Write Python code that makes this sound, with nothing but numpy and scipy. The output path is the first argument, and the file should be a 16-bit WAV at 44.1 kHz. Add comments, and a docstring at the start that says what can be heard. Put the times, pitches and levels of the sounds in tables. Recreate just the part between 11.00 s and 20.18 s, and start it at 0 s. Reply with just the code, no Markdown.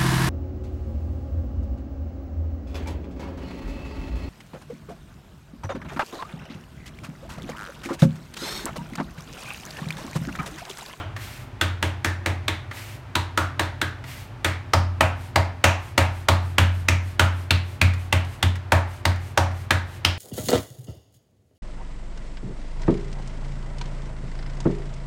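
"""A hand slaps a round of dough flat on a floured stone counter in a small hard kitchen.
Each slap is a grainy splat coloured by trapped pockets of air, plus ringing modes of counter and room.
At first one hand pats and turns the dough, and flour hisses as shaped noise; then the other hand rests
on the dough and nudges it round after most slaps. Fingers click on the tacky surface.
A mains appliance hums behind it all as wavering sines over room noise."""
import sys
import numpy as np
from scipy import signal
from scipy.fft import rfft, irfft
from scipy.io import wavfile
from scipy.ndimage import uniform_filter1d

SR = 44100
rng = np.random.default_rng(int(sys.argv[2]) if len(sys.argv) > 2 else 0)


def store_pcm(level_fs):
    """Save levels as 16-bit WAV."""
    pcm = np.round(np.clip(level_fs, -1, 1) * 32767).astype(np.int16)
    wavfile.write(sys.argv[1], SR, np.atleast_2d(pcm).T)


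N = 404838

# Hum lines of the appliance. Each row: pitch in Hz, middle level in dB rms.
HUM = [(50, -54), (100, -49), (260, -59), (350, -58), (598, -62)]
# Colour of the room noise. Each row: frequency in Hz, relative density in dB.
ROOM_NOISE = [(20, -41), (45, -7), (70, -1), (125, 8), (150, -5.5), (180, -10.5), (320, -13), (480, -17),
              (800, -14.5), (1500, -19.5), (2500, -24.5), (5000, -36), (9000, -45.5), (16000, -53.5)]

# Turns of the dough by one hand. Each row: start in s, length before it stops in s, relative hiss in dB.
TURNS = [(0.162, 0.26, -38.5), (1.709, 0.24, -38), (3.041, 0.19, -39.5)]
# Colour of freely sliding flour. Each row: frequency in Hz, relative level in dB.
FLOUR = [(400, -15), (1200, 3), (2100, 10.5), (3200, 5), (5000, 1), (7000, -1.5), (9300, -3), (10400, -5.5),
         (12500, -2.5), (16000, -10)]
# Hiss while the resting hand presses the dough down. 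Each row: frequency in Hz, relative level in dB.
PRESSED_FLOUR = [(400, -8), (1200, -4), (2100, 8.5), (3200, 4.5), (5000, -0.5), (7000, -1.5), (9300, -0.5),
                 (10400, -5.5), (12500, -3), (16000, -13)]
# Slaps that no nudge follows. Each entry: row of SLAPS, counted from 0.
UNNUDGED = [11, 13, 23]
# Fingers gripping the dough for a turn or peeling off it.
# Each row: start in s, relative body level in dB, relative treble level in dB.
TOUCHES = [(0.1648, -17.5, -37), (1.713, -18, -41), (3.0408, -24, -43), (6.937, -22, -36.5),
           (7.248, -29, -41), (7.5563, -23, -36.5), (8.16, -28, -41.5), (8.5145, -29, -46)]

# Reverberation of the kitchen. Each row: frequency in Hz, t60 in s.
KITCHEN = [(200, 0.27), (700, 0.42), (1800, 0.45), (3200, 0.35), (5000, 0.36), (8000, 0.27), (13000, 0.22)]
# Standing waves that stand out of the reverberation. Each row: pitch in Hz, relative level in dB.
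STANDING_WAVES = [(555, -45.5), (634, -47.5), (926, -48), (969, -55.5), (1116, -49), (1254, -48.5),
                  (1503, -59), (1621, -54), (1769, -50)]
# Reflections from the nearest surfaces. Each row: delay in s, gain as a factor.
ECHOES = [(.0014, 0.1), (.0025, 0.14), (.0036, .15), (.0078, 0.27)]
# Colour of the direct crack against its reverberation. Each row: frequency in Hz, relative level in dB.
CRACK = [(300, 3), (700, -5), (1500, 1), (3000, 1), (6000, 1.5), (14000, 0)]

# Deep modes of counter and kitchen. Each row: pitch in Hz, relative level in dB, nominal t60 in s, arrival in s.
BOOM = [(53.1, -28.5, 0.98, 0.0069), (89.4, -1.5, 0.72, 0.0013), (123, -11.5, 0.25, 0.01214),
        (145, -10, 0.15, 0.0128), (185.5, -24.5, 0.52, 0.0029), (207.4, -28.5, 0.5, 0.0037),
        (224.1, -18.5, 0.38, 0.0045), (255.6, -14, 0.1, 0.00394), (272.3, -30, 0.5, 0.0052)]
# Higher modes of the counter top. 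Each row: pitch in Hz, relative level in dB, t60 in s, arrival in s.
KNOCK = [(301.5, -3.5, 0.37, 0.0055), (319.8, 1, 0.26, 0.00567), (345, 4.5, 0.098, 0.0046),
         (351.3, 5, 0.13, 0.00368), (435.5, -5.5, 0.28, 0.00298)]
# Colour that all slaps share. Each row: frequency in Hz, relative level in dB.
SKIN = [(60, -34), (250, 11), (420, 8), (620, 16.5), (900, 17), (1080, 14), (1500, 12.5), (2050, 11.5),
        (2600, 8.5), (3800, 5), (5000, -1), (7000, -1), (9300, -2.5), (10400, -9.5), (12000, -6),
        (15000, -14)]
# The slaps. Each row: palm landing in s (negative: before the start), relative thud in dB, strength of
# the smack in dB, cupping of the hand in dB, air under the palm in Hz, its lift in dB, air between the
# fingers in Hz, its lift in dB.
SLAPS = [(-0.056, -25.5, -6, 3.5, 1380, 9, 3100, 11), (0.6133, -21.5, 1, -6.5, 1450, 6.5, 3460, 7.5),
         (0.8277, -21, -1.5, -1.5, 1740, 1.5, 3100, 5.5), (1.0474, -22.5, -0.5, -6, 1740, 8, 5820.0, 3),
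         (1.2616, -23, -3.0, 1, 2150, 5.5, 4040, 2.5), (1.4822, -26.5, -3, -5.5, 2050, 5, 3650, 10),
         (2.1551, -21.5, 0.0, -8, 970, 11.5, 3850, 7), (2.3764, -22.0, 1.5, -2.5, 1340, 10.5, 3600, 1),
         (2.596, -22.5, -1, 0.5, 1700, 5, 3800.0, 5), (2.8164, -25, -3, -6.5, 1570.0, 10.5, 3600, 6.5),
         (3.4472, -20.5, 2.5, -5, 2200, 5, 3770, 3), (3.7362, -15, -0.5, 5, 1250, 6.5, 5100, 10.5),
         (4.009, -16.0, 1.5, 6.5, 1410, 4, 2580.0, 8), (4.36, -14.5, -0.5, 8.5, 2110, 4.5, 4600, 6.5),
         (4.6423, -13.5, 6.5, 2.5, 2640, 8, 6250.0, 6.5), (4.9797, -14.5, 5, 3, 2540, 4.5, 3970, 2),
         (5.2869, -13.5, 3.5, 2, 1150, 5, 4160, 6), (5.5838, -11.5, 4.5, -2.5, 1570.0, 3, 2930, 7.5),
         (5.8865, -15.5, 1, -4.0, 2400, 9, 6000, 7.5), (6.1965, -13.5, 4.5, -0.5, 1390, 6.5, 3050, 5.5),
         (6.5084, -14, -0.5, -5.5, 2720, 8.5, 4140, 11),
         (6.8157, -10.5, 0.5, -4.5, 2420.0, 10.5, 4230.0, 4.5),
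         (7.1276, -14, 0.5, -0.5, 2220, 1.5, 2870.0, 8),
         (7.4287, -13.0, -0.5, -4.5, 2020.0, -1.5, 3450, 7.5), (7.7219, -12.5, 2, 6, 1610, 4.5, 2300, 3),
         (8.0547, -14.5, -1.5, 1, 1880, 4.5, 4600, 7), (8.3766, -17, 1, 6.5, 1440, 4.0, 5640, 5.5),
         (8.7082, -17.5, 1.5, -2.0, 1640, 8, 3880, 5.0), (9.05, -18.0, 0.0, -5.0, 3030, 11.5, 5000, 11.5)]

SIZE = 4096  # samples in one contact
FREQS = np.fft.rfftfreq(SIZE, 1 / SR)
EDGE_HZ = 16100  # upper band limit
LEAD_S = .003  # fingertips touch this long before the palm
BOTH_HANDS_S = 3.6  # from here on the second hand rests on the dough
# A turn picks up speed, slows gradually, then stops.
TURN_ATTACK_S, TURN_SAG_DB_PER_S, TURN_STOP_DB_PER_S = 0.067, 43, 190.0
# A nudge is centred at this share of the way to the next slap; its length includes both fades.
NUDGE_PHASE, NUDGE_DB, NUDGE_LENGTH_S, NUDGE_FADE_S = 0.66, -51, 0.19, 0.071
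# The hollow of a cupped hand resonates here, this broadly (share of its pitch).
CUP_HZ, CUP_WIDTH = 737, 1.12


def amp(db):
    """Decibels to gain."""
    return 10 ** (np.asarray(db) / 20)


def unit(x):
    """Scales to rms 1."""
    return x / np.sqrt(np.mean(x ** 2) + 1e-20)


def read(points, hz):
    """Reads a table of (Hz, value) on a log-frequency axis."""
    f, value = np.transpose(points)
    return np.interp(np.log(hz + 1), np.log(f + 1), value)


def add(mix, s, sound):
    """Mixes a sound in at time s, cutting what falls outside."""
    start = round(s * SR)
    sound = sound[max(-start, 0):]
    part = mix[max(start, 0):][:len(sound)]
    part += sound[:len(part)]


def noise(spectrum):
    """Steady noise of a given colour, rms 1."""
    white = rfft(rng.standard_normal(N))
    gain = amp(read(spectrum, np.fft.rfftfreq(N, 1 / SR)))
    return unit(irfft(white * gain, N))


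def drift(rate_hz):
    """Random wandering, rms 1, up to about the given rate."""
    white = rfft(rng.standard_normal(N))
    slow = np.exp(-(np.fft.rfftfreq(N, 1 / SR) / rate_hz) ** 2)
    return unit(irfft(white * slow, N))


def causal(db):
    """Minimum-phase frequency response with the given gains."""
    log_gain = np.log(amp(np.r_[db, db[-2:0:-1]]))
    return np.exp(np.conj(signal.hilbert(log_gain)))[:len(db)]


def bump(centre_hz, width):
    """Shape of a resonance, top 1; width is a share of its pitch."""
    return 1 / (1 + ((FREQS - centre_hz) / (width * centre_hz / 2)) ** 2)


def background(air_db=-39.5, waver_db=3.0, wander_rad=0.61):
    """Hum lines wavering in level and phase over the low rumble and hiss of the room."""
    t = np.arange(N) / SR
    hum = np.zeros(N)
    for hz, db in HUM:
        level = amp(db + waver_db * drift(rate_hz=1.5))
        hum += level * np.sin(2 * np.pi * hz * t + wander_rad * drift(rate_hz=2.3))
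    return np.sqrt(2) * hum + amp(air_db) * noise(ROOM_NOISE)  # root 2 turns rms into peak


def turns(turn_db):
    """Loudness of the hiss as one hand turns the dough: a run-up, a gradual sag, then a stop."""
    t, level = np.arange(N) / SR, np.zeros(N)
    for s, length, db in TURNS:
        age = np.maximum(t - s, 0)
        sag_db = TURN_SAG_DB_PER_S * np.maximum(age - TURN_ATTACK_S, 0)
        stop_db = TURN_STOP_DB_PER_S * np.maximum(age - length, 0)
        level += np.minimum(age / TURN_ATTACK_S, 1) * amp(db + turn_db - sag_db - stop_db)
    return level


def nudges():
    """Loudness of the hiss as the resting hand nudges the dough round between slaps."""
    t, level = np.arange(N) / SR, np.zeros(N)
    beats = [row[0] for row in SLAPS]
    for k, (s, next_s) in enumerate(zip(beats, beats[1:])):
        if s > BOTH_HANDS_S and k not in UNNUDGED:
            middle = s + NUDGE_PHASE * (next_s - s)
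            to_edge = NUDGE_LENGTH_S / 2 - abs(t - middle)
            level += amp(NUDGE_DB) * np.clip(to_edge / NUDGE_FADE_S, 0, 1)
    return level


def sliding(turn_db=-1.5, judder_db=0.65, grit_db=0.2):
    """Dough dragged over loose flour hisses, catching slightly and grating on single grains."""
    hiss = turns(turn_db) * noise(FLOUR) + nudges() * noise(PRESSED_FLOUR)
    judder = judder_db * drift(rate_hz=42)
    grit = grit_db * drift(rate_hz=1400)
    return hiss * amp(judder + grit)


def contact(decay_s, graze_db, grain):
    """Spectrum of skin meeting dough: fingertips graze, the palm lands in a dying splat, near surfaces echo."""
    t = np.arange(SIZE) / SR - LEAD_S
    graze = np.where(t < 0, amp(graze_db) * (1 + t / LEAD_S), 1)
    splat = rng.standard_normal(SIZE) * np.exp(-np.maximum(t, 0) / decay_s) * graze
    landing = np.exp(-2j * np.pi * FREQS * LEAD_S)
    z = grain * rfft(splat) / np.linalg.norm(splat) + landing
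    z = z / np.sqrt(uniform_filter1d(abs(z) ** 2, size=90))  # flat overall, only the fine grain is left
    return z * (1 + sum(gain * np.exp(-2j * np.pi * FREQS * delay) for delay, gain in ECHOES))


def tail(onset_s=0.00064, swell_s=0.00047, standing_t60=0.28):
    """Diffuse kitchen reflections of energy 1, each band dying at its own speed, with a few standing waves."""
    t = np.arange(SR * 2 // 3) / SR
    hz, frame_s, z = signal.stft(rng.standard_normal(len(t)), SR, nperseg=256)
    decay = amp(-60 * frame_s / read(KITCHEN, hz)[:, None])
    ring = signal.istft(z * decay, SR, nperseg=256)[1][:len(t)]
    ring = ring / np.linalg.norm(ring)
    for wave_hz, db in STANDING_WAVES:
        wave = np.sin(2 * np.pi * (wave_hz * t + rng.random()))
        ring = ring + amp(db - 60 * t / standing_t60) * wave
    ring = ring * np.clip((t - onset_s) / swell_s, 0, 1)
    return ring / np.linalg.norm(ring)


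def blow(colour_db, crack_db, spectrum, imprint=0.041):
    """One contact: the direct crack with its fine grain, then the room, which evens most of that grain out."""
    grain_db = 20 * np.log10(uniform_filter1d(abs(spectrum), size=12) + 1e-9)
    radiated = irfft(causal(colour_db + imprint * (grain_db - grain_db.mean())))
    crack = irfft(causal(colour_db + read(CRACK, FREQS)) * spectrum)
    crack = crack * np.linalg.norm(radiated) / np.linalg.norm(crack)  # crack_db is direct against room
    out = np.zeros(SR)
    add(out, 0, amp(crack_db) * crack)
    add(out, LEAD_S, signal.fftconvolve(radiated, tail()))
    return out


def touches(level_db=11.5, treble_db=14.0, ring_hz=1900, ring_db=8.0, direct_db=7.0):
    """Small tacky clicks of fingers on dough: grainy contacts with one narrow resonance."""
    out = np.zeros(N)
    for s, db, top_db in TOUCHES:
        body_db, fizz_db = db + level_db, top_db + treble_db
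        curve = [(200, body_db - 10), (1200, body_db + 3), (2500, body_db - 3.5),
                 (7000, fizz_db), (16000, fizz_db - 13)]
        colour_db = read(curve, FREQS) + ring_db * bump(ring_hz, width=0.2)
        skin = contact(decay_s=0.0059, graze_db=-6, grain=9.6)
        add(out, s - LEAD_S, blow(colour_db, direct_db, skin))
    return out


def ringing(modes, rise_s):
    """A blow sets modes swinging; each starts at its arrival, builds up and dies away."""
    t, out = np.arange(SR) / SR, 0
    for hz, db, t60, arrival in modes:
        age = np.maximum(t - arrival, 0)
        envelope = amp(db - 60 * age / t60) * (1 - np.exp(-age / rise_s))
        out = out - envelope * np.sin(2 * np.pi * hz * age)
    return out


def thud(rise_s=0.01, low_hz=46, echo_s=.034, echo_db=-7.0, echo_length_s=0.011, decay_spread=3.5):
    """Deep boom of counter and room: its decay varies by slap, and the far wall returns its first swing."""
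    t = np.arange(SR) / SR
    boom = ringing(BOOM, rise_s) * np.exp(-t * decay_spread * rng.uniform(-1, 1))
    first_swing = ringing(BOOM, rise_s / 10) * np.exp(-(t / echo_length_s) ** 2 / 2)
    add(boom, echo_s, amp(echo_db) * first_swing)
    return signal.sosfilt(signal.butter(2, low_hz, "high", fs=SR, output="sos"), boom)


def slap(crack_db, strength_db, cup_db, pockets, pocket_width=0.32):
    """A palm on dough, coloured by the pockets of air that it traps; a cupped hand pops deeper."""
    colour_db = strength_db + read(SKIN, FREQS) + cup_db * bump(CUP_HZ, CUP_WIDTH)
    for hz, lift_db in pockets:
        colour_db = colour_db + lift_db * bump(hz, pocket_width)
    return blow(colour_db, crack_db, contact(decay_s=0.0022, graze_db=-8.0, grain=1.87))


def patting(boom_db=3.5, knock_db=-29.0, knock_per_strength=0.43, knock_per_cup=0.33, held_knock_db=-3.5,
            crack_db=1.1, crack_per_strength=0.36, crack_per_cup=0.22, held_crack_db=3.5):
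    """Slaps crack in the air and shake the counter; the resting hand damps the knock and tightens the crack."""
    out = np.zeros(N)
    knock = ringing(KNOCK, rise_s=0.00089)
    for s, thud_db, strength_db, cup_db, palm_hz, palm_db, finger_hz, finger_db in SLAPS:
        held = s > BOTH_HANDS_S
        # light, flat slaps crack the most against their own reverberation
        direct_db = crack_db - crack_per_strength * strength_db - crack_per_cup * cup_db
        direct_db += held * held_crack_db
        counter_db = knock_db + knock_per_strength * strength_db + knock_per_cup * cup_db
        counter_db += held * held_knock_db
        pockets = [(palm_hz, palm_db), (finger_hz, finger_db)]
        add(out, s - LEAD_S, slap(direct_db, strength_db, cup_db, pockets))
        add(out, s, amp(thud_db + boom_db) * thud())
        add(out, s, amp(counter_db) * knock)
    return out


def scene():
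    """Hands, dough and kitchen at one microphone above the counter."""
    return (background() + sliding() + touches() + patting())[None]


def record(dry):
    """The sharpest peaks are rounded off at full scale; then the treble is band-limited."""
    rounded = dry / (1 + dry ** 6) ** (1 / 6)
    low_pass = signal.firwin(401, EDGE_HZ, window=("kaiser", 9), fs=SR)
    return signal.oaconvolve(rounded, low_pass[None], "same")


dry = scene()
out = record(dry)
store_pcm(out)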